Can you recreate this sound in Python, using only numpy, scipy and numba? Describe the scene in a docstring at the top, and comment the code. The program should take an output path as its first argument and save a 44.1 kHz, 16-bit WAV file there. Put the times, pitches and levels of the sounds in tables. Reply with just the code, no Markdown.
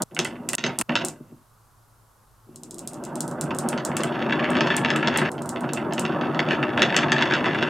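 """A marble rumbles briefly over faint hiss and hum, and a glass click follows: marbles are set by hand
on a grooved wooden slope in a small room, wait behind a toy, then roll down in a stream that clatters.
Rolling, knocks on the groove walls and soft thuds shake the plank's modes; marbles click on each other as
short bright rings; decaying noise makes the room. At each splice plank and room fall silent within 3 ms."""
import sys
import numpy as np
from scipy import signal
from scipy.fft import rfft, irfft
from scipy.io import wavfile
from numba import njit

SR = 44100
rng = np.random.default_rng(int(sys.argv[2]) if len(sys.argv) > 2 else 0)


def unload_wav(signal):
    """Save mono or channel-first audio to the path in sys.argv[1] as 16-bit WAV at rate SR, clipped to [-1, 1]."""
    wavfile.write(
        sys.argv[1],
        SR,
        np.round(np.clip(np.atleast_2d(signal).T, -1, 1) * 32767).astype(np.int16),
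    )


N = 339129


def amp(db):
    """Convert dB to gain."""
    return 10 ** (np.asarray(db) / 20)


def rms_one(x):
    """Scale to rms 1."""
    return x / np.sqrt(np.mean(x ** 2) + 1e-20)


def drift(per_s):
    """Slow random wander of rms 1: noise knots, 60 a second, through two equal low-passes."""
    knots = rng.standard_normal(int(N / SR * 60) + 400)
    r = np.exp(-2 * np.pi * per_s / 60)
    slow = signal.lfilter([1], [1, -2 * r, r * r], knots)[300:]
    return np.interp(np.arange(N) / SR * 60, np.arange(len(slow)), rms_one(slow))


def resonance(x, hz, width_hz):
    """Two-pole resonance; a unit click rings at a height of about 1."""
    r = np.exp(-np.pi * width_hz / SR)
    w = 2 * np.pi * hz / SR
    return signal.lfilter([0, np.sin(w)], [1, -2 * r * np.cos(w), r * r], x + 1e-18)


# Where plank and room start afresh. Each entry: start of a stretch in seconds.
STRETCH_STARTS_S = [0, .038, .556, .824, 1.425, 5.296]


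def spliced(process, x):
    """Each stretch between splices starts from silence and fades out over its last 3 ms."""
    edges = [round(s * SR) for s in STRETCH_STARTS_S] + [N]
    parts = []
    for a, b in zip(edges, edges[1:]):
        fade = np.minimum(np.arange(b - a, 0, -1) / (.003 * SR), 1)
        parts.append(process(x[a:b])[..., :b - a] * fade)
    return np.concatenate(parts, axis=-1)


@njit
def soften(x, keep):
    """Double one-pole low-pass whose edge moves."""
    out, a, b = np.empty_like(x), 0., 0.
    for i in range(len(x)):
        a += (1 - keep[i]) * (x[i] - a)
        b += (1 - keep[i]) * (a - b)
        out[i] = b
    return out


def grains(per_s, spread_db):
    """Random contacts of uneven size and either sign; rms 1."""
    sizes_db = spread_db * np.minimum(rng.exponential(1, N), 5)
    sizes = amp(sizes_db) * rng.choice([-1, 1], N)
    return rms_one(sizes * (rng.random(N) < per_s / SR))


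# Spectrum of the fan and microphone hiss in the room.
# Each row: frequency in Hz, relative level in dB per Hz.
HISS_SPECTRUM = [(25, -15), (52, -1), (75, -56), (110, 1), (150, -16.5), (300, -21), (700, -19),
                 (1100, -13), (1450, -18.5), (1750, -27.5), (2400, -33), (8000, -30), (13000, -29.5),
                 (16500, -44)]
HISS_DB, HISS_SIDE_DB = -58.5, -7.5   # side against mid
HUM_HZ, HUM_WIDTH_HZ, HUM_DB = 114, 14, -63


def floor():
    """Steady shaped noise for the hiss, and noise through a narrow resonance for a wavering low hum."""
    hz = np.arange(N // 2 + 1) * SR / N + 1
    at_hz, level_db = np.transpose(HISS_SPECTRUM)
    shape = amp(np.interp(np.log(hz), np.log(at_hz), level_db))
    mid, side = irfft(rfft(rng.standard_normal((2, N))) * shape, N)
    hiss = rms_one(mid + amp(HISS_SIDE_DB) * side * [[1], [-1]])
    hum = rms_one(resonance(rng.standard_normal(N), HUM_HZ, HUM_WIDTH_HZ))
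    return amp(HISS_DB) * hiss + amp(HUM_DB) * hum


# Marbles set down by hand roll briefly on the slope.
# Each row: start in seconds, roll length in seconds, relative rumble level in dB.
HAND_ROLLS = [(.0, .04, -25.5), (0.11, 0.049, -39.5), (0.175, 0.052, -29), (0.29, 0.55, -34.5),
              (0.576, 0.01, -35), (0.636, 0.053, -27.5), (0.784, .04, -27.5), (0.89, 0.023, -26),
              (1.003, 0.061, -29.5), (1.113, 0.24, -47)]
# The stream gathers speed down the slope.
# Each row: start in seconds, relative rumble level at the start in dB, the same at full speed in dB,
# time constant in seconds, middle of the clatter's onset in seconds.
MARBLE_STREAMS = [(2.459, -50, -23.5, 0.54, 3.92), (5.296, -31, -23, 0.48, 6.15)]
ROLL_RISE_DB_PER_S, ROLL_FALL_DB_PER_S, STILL_DB = 2500, 169.5, -78
GRIT_DB, CLATTER_DB = -38, 17   # grit against the rumble; its gain once the stream clatters
CLATTER_ONSET_S = 0.45


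def rolling_levels():
    """Short rolls die within their stretch; streams approach full speed and then clatter (share 0-1)."""
    t = np.arange(N) / SR
    edges = STRETCH_STARTS_S + [N / SR]
    stretch = np.searchsorted(edges, t, "right")
    rumble_db, clatter = np.full(N, float(STILL_DB)), np.zeros(N)
    for s, length_s, roll_db in HAND_ROLLS:
        rise_db = ROLL_RISE_DB_PER_S * np.maximum(s - t, 0)
        fall_db = ROLL_FALL_DB_PER_S * np.maximum(t - s - length_s, 0)
        same = stretch == np.searchsorted(edges, s, "right")
        rumble_db = np.where(same, np.maximum(rumble_db, roll_db - rise_db - fall_db), rumble_db)
    for s, start_db, full_db, rise_s, clatter_s in MARBLE_STREAMS:
        speeding_db = full_db + (start_db - full_db) * np.exp(-np.abs(t - s) / rise_s)
        rumble_db = np.where(t >= s, speeding_db, rumble_db)
        onset = .5 + .5 * np.tanh((t - clatter_s) / CLATTER_ONSET_S)
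        clatter = np.where(t >= s, onset, clatter)
    return rumble_db, rumble_db + GRIT_DB + CLATTER_DB * clatter, clatter


RUMBLE_TOP_HZ = 1516   # smooth rolling is too soft to reach far above this


def rolling_force():
    """Wood grain under the marbles pushes softly, sharper as they speed up; grit adds fine hard contacts."""
    rumble_db, grit_db, clatter = rolling_levels()
    sharp_hz = np.clip(1600 * amp(0.43 * rumble_db + 13.5), 50, 9000)
    keep = np.exp(-2 * np.pi * sharp_hz / SR)
    rumble = soften(soften(grains(per_s=2500, spread_db=2.5), keep), keep)
    rumble = signal.sosfilt(signal.butter(4, RUMBLE_TOP_HZ, fs=SR, output="sos"), rumble)
    grit_band = signal.butter(2, [1500, 7000], "band", fs=SR, output="sos")
    grit = signal.sosfilt(grit_band, grains(per_s=500, spread_db=3.5))
    bursts_db = 5 * np.clip(drift(14), -2, 1.5) - 12
    rumble_push = rumble * amp(rumble_db + 1.97 * drift(40) - 23.0)
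    return rumble_push + grit * amp(grit_db + bursts_db), clatter


# Modes of the grooved plank.
# Each row: frequency in Hz, width in Hz, relative level in dB, left against right in dB.
PLANK_MODES = [(124, 27.5, -13, 0), (145.3, 18.2, -9, -1), (247, 23.4, -8, 1.7), (309, 15.7, -9, 2.5),
               (371, 40, -3.5, 3), (471, 64.4, -9.5, -1.5), (595, 56.7, -7, 0), (660, 34.6, -8.5, -4),
               (779, 128, -1.5, -1), (908.5, 56, -6, -2), (1048, 182, 0.5, -2), (1294, 136, 0, -2.5),
               (1525, 123, 0.5, -2), (1713, 98, -4, 1.7), (1996, 140, -1, -3), (2230, 124, -4, 3.5),
               (2698, 228, 3.5, -1.4), (3126, 140, -6, 1.5), (3406, 107, -8, 2.1), (3833, 100, -14.5, 1),
               (4277, 250, -13, 0), (4720, 120, -20.5, -5), (5207, 160, -19.5, 4), (5700, 250, -26.5, -5),
               (6210, 140, -24, 0), (7320, 1700, -19, 4)]
# Modes that answer more lower down the slope, where the stream clatters.
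# Each row: frequency in Hz, gain in dB at full clatter.
LOWER_SLOPE_MODES = [(1715, 6.5), (3410, 2.5)]
LEAN_TOP_DB, LEAN_BOTTOM_DB = -1.05, 0.65   # left against right, before and at full clatter
MODE_WANDER_DB = 1.5   # each mode is driven a little unevenly as the marbles move


def plank():
    """Wood modes ring under the rolling, the knocks with their rattle, and the thuds."""
    force, clatter = rolling_force()
    chatter = grains(per_s=1500, spread_db=3)
    rebound_at, rebound_gain = rebounds()
    out = np.zeros((2, N))
    for k, (hz, width_hz, mode_db, pan_db) in enumerate(PLANK_MODES):
        knocks = knock_blows(hz, rebound_at, rebound_gain)
        rattle = wall_rattle(knocks, hz, chatter)
        blows = knocks + thud_blows(hz)
        lower_db = sum(db for near_hz, db in LOWER_SLOPE_MODES if abs(np.log(near_hz / hz)) < .06)
        wander = amp(MODE_WANDER_DB * drift(12))
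        push = ((force + rattle) * wander + blows) * amp(lower_db * clatter)
        rings = spliced(lambda x: resonance(x, hz, width_hz), push)
        out += (-1) ** k * amp(mode_db) * rings * amp([[pan_db / 2], [-pan_db / 2]])
    # the plank radiates little deep bass or top treble
    edges = np.vstack([signal.butter(4, 100, "high", fs=SR, output="sos"),
                       signal.butter(2, 8500, fs=SR, output="sos")])
    lean_db = LEAN_TOP_DB + (LEAN_BOTTOM_DB - LEAN_TOP_DB) * clatter
    return signal.sosfilt(edges, out) * amp(lean_db / 2 * [[1], [-1]])


# Marble on marble in the groove. Each row: time in seconds, relative level in dB.
GLASS_HITS = [(0.021, -9), (0.148, -27), (0.191, -16), (0.2477, -17.5), (0.4896, -9.5), (0.533, -13),
              (0.5517, -9), (0.7879, -7), (0.8125, -11), (1.049, -12.5), (1.0533, -18), (1.0845, -18.5),
              (2.5594, -28.5), (2.6344, -26), (2.7096, -25), (2.744, -29), (2.7837, -27), (2.7922, -24),
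              (2.875, -17.5), (2.934, -30), (2.9432, -31.5), (3.0387, -27), (3.051, -26.5), (3.1561, -22.5),
              (3.2063, -13), (3.279, -24), (3.3131, -30.5), (3.4113, -13.5), (3.44, -29), (3.5484, -27),
              (3.5665, -35), (3.5871, -13), (3.688, -13), (3.8504, -13), (3.968, -13), (4.0351, -16.5),
              (4.504, -26.5), (4.7664, -11.5), (4.962, -22), (5.1739, -12), (5.317, -26), (5.4208, -28),
              (5.459, -30), (5.492, -17.5), (5.608, -30.5), (5.7345, -15), (5.9353, -22), (5.9953, -14)]
TABLE_ECHO_S, TABLE_ECHO_DB = .0042, -14


def glass_clicks():
    """Brief bright rings; left and right add reflections off groove and table, row three feeds the room."""
    out = np.zeros((3, N + 2000))
    luck = rng.random((len(GLASS_HITS), 4))
    for (s, level_db), (wait, strength, pitch, place) in zip(GLASS_HITS, luck):
        height = amp(level_db + 6.5)
        blow = np.zeros((3, 2000))
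        blow[:, 0] = height
        groove_s = .0006 + .0003 * wait
        blow[:2, round(groove_s * SR)] = -height * (.6 + .3 * strength)
        blow[:2, round(TABLE_ECHO_S * SR)] = height * amp(TABLE_ECHO_DB)
        rings = resonance(blow, 7500 + 1200 * pitch, width_hz=1640)
        at = round(s * SR)
        lean_db = 3 * (place - .55) * np.array([[1], [-1], [0]])
        out[:, at:at + 2000] += rings * amp(lean_db)
    edges = np.vstack([signal.butter(4, 3400, "high", fs=SR, output="sos"),
                       signal.butter(1, 14000, fs=SR, output="sos")])
    return signal.sosfilt(edges, out[:, :N])


ROOM_T60_S, ROOM_DB, ROOM_SIDE_DB = 0.15, -4.5, -5.5


def room(x):
    """Dense reflections: decaying noise, alike on both sides except in the treble."""
    t = np.arange(SR // 2) / SR
    envelope = amp(-60 * t / ROOM_T60_S) * np.clip(t / 0.0023, 0, 1)
    mid, side = rng.standard_normal((2, len(t))) * envelope
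    side = signal.lfilter(*signal.butter(1, 3200, "high", fs=SR), side)
    mid = signal.lfilter(*signal.butter(1, 11000, fs=SR), mid)   # walls dull the top
    both = mid + amp(ROOM_SIDE_DB) * side * [[1], [-1]]
    tail = amp(ROOM_DB) * both / np.sqrt(np.sum(mid ** 2))
    return spliced(lambda part: signal.fftconvolve(part[None], tail, axes=1), x)


# Marble on the wooden groove wall.
# Each row: time in seconds, relative level in dB, treble tilt in dB per octave above 2500 Hz.
WALL_KNOCKS = [(0.1656, -11, -15), (0.1903, -5, 18.5), (0.2501, -13, 9), (0.356, -27, -29),
               (0.4881, -18, -23), (0.5328, -10, -4), (0.5822, -13.5, 15), (0.6394, -5.5, 13.5),
               (0.664, -14, 15.5), (0.6919, -16.5, -34), (0.7874, -19, 0), (0.8123, -10.5, -3),
               (0.8939, -4.5, -7), (0.9545, -2.5, 12.5), (1.0118, -17.5, 6), (1.019, -39, 1),
               (3.5071, -16.5, 1), (3.7289, -14.5, 0), (3.7766, -17, 11.5), (3.916, -18, -3),
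               (3.967, -14, -3), (4.0052, -16.5, 12), (4.034, -9.5, 1), (4.158, -18.5, -16),
               (4.296, -12.5, -1), (4.3242, -8, 2.5), (4.3937, -13, -1), (4.4263, -12.5, -21),
               (4.443, -7, -0.5), (4.5529, -5, -8), (4.568, -7.5, 3), (4.586, -12, -1), (4.6074, -3.5, 8.5),
               (4.671, -11, 6.5), (4.7027, -5.5, -10), (4.8477, -3, 3), (4.885, -12, 2), (4.9031, -2.5, 6),
               (4.9595, -9.5, 0), (5.028, -6.5, -31), (5.0735, -3.5, 9.5), (5.14, -14, 5),
               (5.1593, -6.5, -1), (5.1852, -7.5, 8), (5.2163, -5, -51), (5.3805, -24, 5),
               (5.5604, -15.5, -4), (5.641, -17, -6), (5.6907, -17, 4.5), (5.7727, -12, -9),
               (5.9237, -17, 9), (5.9804, -11, 6.5), (6.0519, -9.5, 6), (6.2114, -13.5, 2.5),
               (6.3462, -18, 4.5), (6.3923, -2.5, 2.5), (6.4876, -12, 0), (6.508, -5.5, -1),
               (6.6285, -5, -10), (6.7761, -6, -7), (6.7945, -8, -2), (6.8198, 1, 11), (6.9248, -8.5, -7),
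               (6.9443, -3, -5), (6.9651, -4.5, 19.5), (7.0331, -4.5, -10), (7.1189, -0.5, 11),
               (7.182, -6.5, 0), (7.21, -8, 4.5), (7.2232, -2.5, 7.5), (7.31, -4, -8), (7.322, -9, 1),
               (7.337, -6, 10), (7.443, -7, -11), (7.458, -6, -2), (7.5468, -7, -19), (7.6257, -2.5, -0.5)]
REBOUND_S, REBOUND_LOSS_DB = .0105, 9.5   # middle values; each rebound varies


def rebounds():
    """A knocking marble bounces back once, weaker and with opposite sign, unless a splice comes between."""
    s = np.transpose(WALL_KNOCKS)[0]
    at = np.round(s * SR).astype(int)
    wait, loss = rng.uniform([.88, .4], [1.12, 1.6], (len(at), 2)).T
    rebound_at = at + (REBOUND_S * wait * SR).astype(int)
    gain = -amp(-REBOUND_LOSS_DB * loss)
    same = np.searchsorted(STRETCH_STARTS_S, rebound_at / SR) == np.searchsorted(STRETCH_STARTS_S, s)
    return rebound_at, gain * same


def knock_blows(hz, rebound_at, rebound_gain):
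    """Knocks as one mode feels them: low modes get about half the push, hardness sets the high ones."""
    s, level_db, treble_db = np.transpose(WALL_KNOCKS)
    at = np.round(s * SR).astype(int)
    luck_db = rng.normal(0, 2.5, len(at))
    octaves = max(np.log2(hz / 2500), 0)
    blows = np.zeros(N)
    blows[at] = amp(level_db - 13.0 + luck_db + treble_db * octaves) * (0.49 + 0.49 / (1 + (1450 / hz) ** 5))
    blows[rebound_at] += blows[at] * rebound_gain
    return blows


RATTLE_DB = -28.5
RATTLE_T60_S, RATTLE_DULLS_HZ = 0.47, 4120   # decay towards 0 Hz; a mode at this pitch dies twice as fast


def wall_rattle(knocks, hz, chatter):
    """After a knock the marble grinds on along the wall; the treble dies first."""
    fade = amp(-60 * (1 + hz / RATTLE_DULLS_HZ) / (RATTLE_T60_S * SR))
    envelope = spliced(lambda x: signal.lfilter([1], [1, -fade], x + 1e-18), knocks)
    return amp(RATTLE_DB) * chatter * envelope


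# Marbles settle on the slope and the toy is touched. Each row: time in seconds, relative level in dB.
SOFT_THUDS = [(1.111, -32), (1.204, -18), (1.32, -20), (2.487, -22.5)]


def thud_blows(hz):
    """Soft contacts push mainly the low modes."""
    blows = np.zeros(N)
    for s, level_db in SOFT_THUDS:
        blows[round(s * SR)] += amp(level_db - 11.0) / (1 + (hz / 430) ** 4)
    return blows


def scene():
    """Plank and clicks, their room, and the floor."""
    wood = plank()
    *glass, glass_in_room = glass_clicks()
    wood_in_room = amp(-10) * wood
    return wood + glass + room(wood_in_room.mean(axis=0) + glass_in_room) + floor()


CUTOFF_HZ = 17200   # 70 dB down from here up


def record(dry):
    """The sharpest peaks are rounded, the top is cut."""
    rounded = .75 * np.tanh(dry / .75)
    return signal.sosfilt(signal.cheby2(12, 70, CUTOFF_HZ, fs=SR, output="sos"), rounded)


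dry = scene()
out = record(dry)
unload_wav(out)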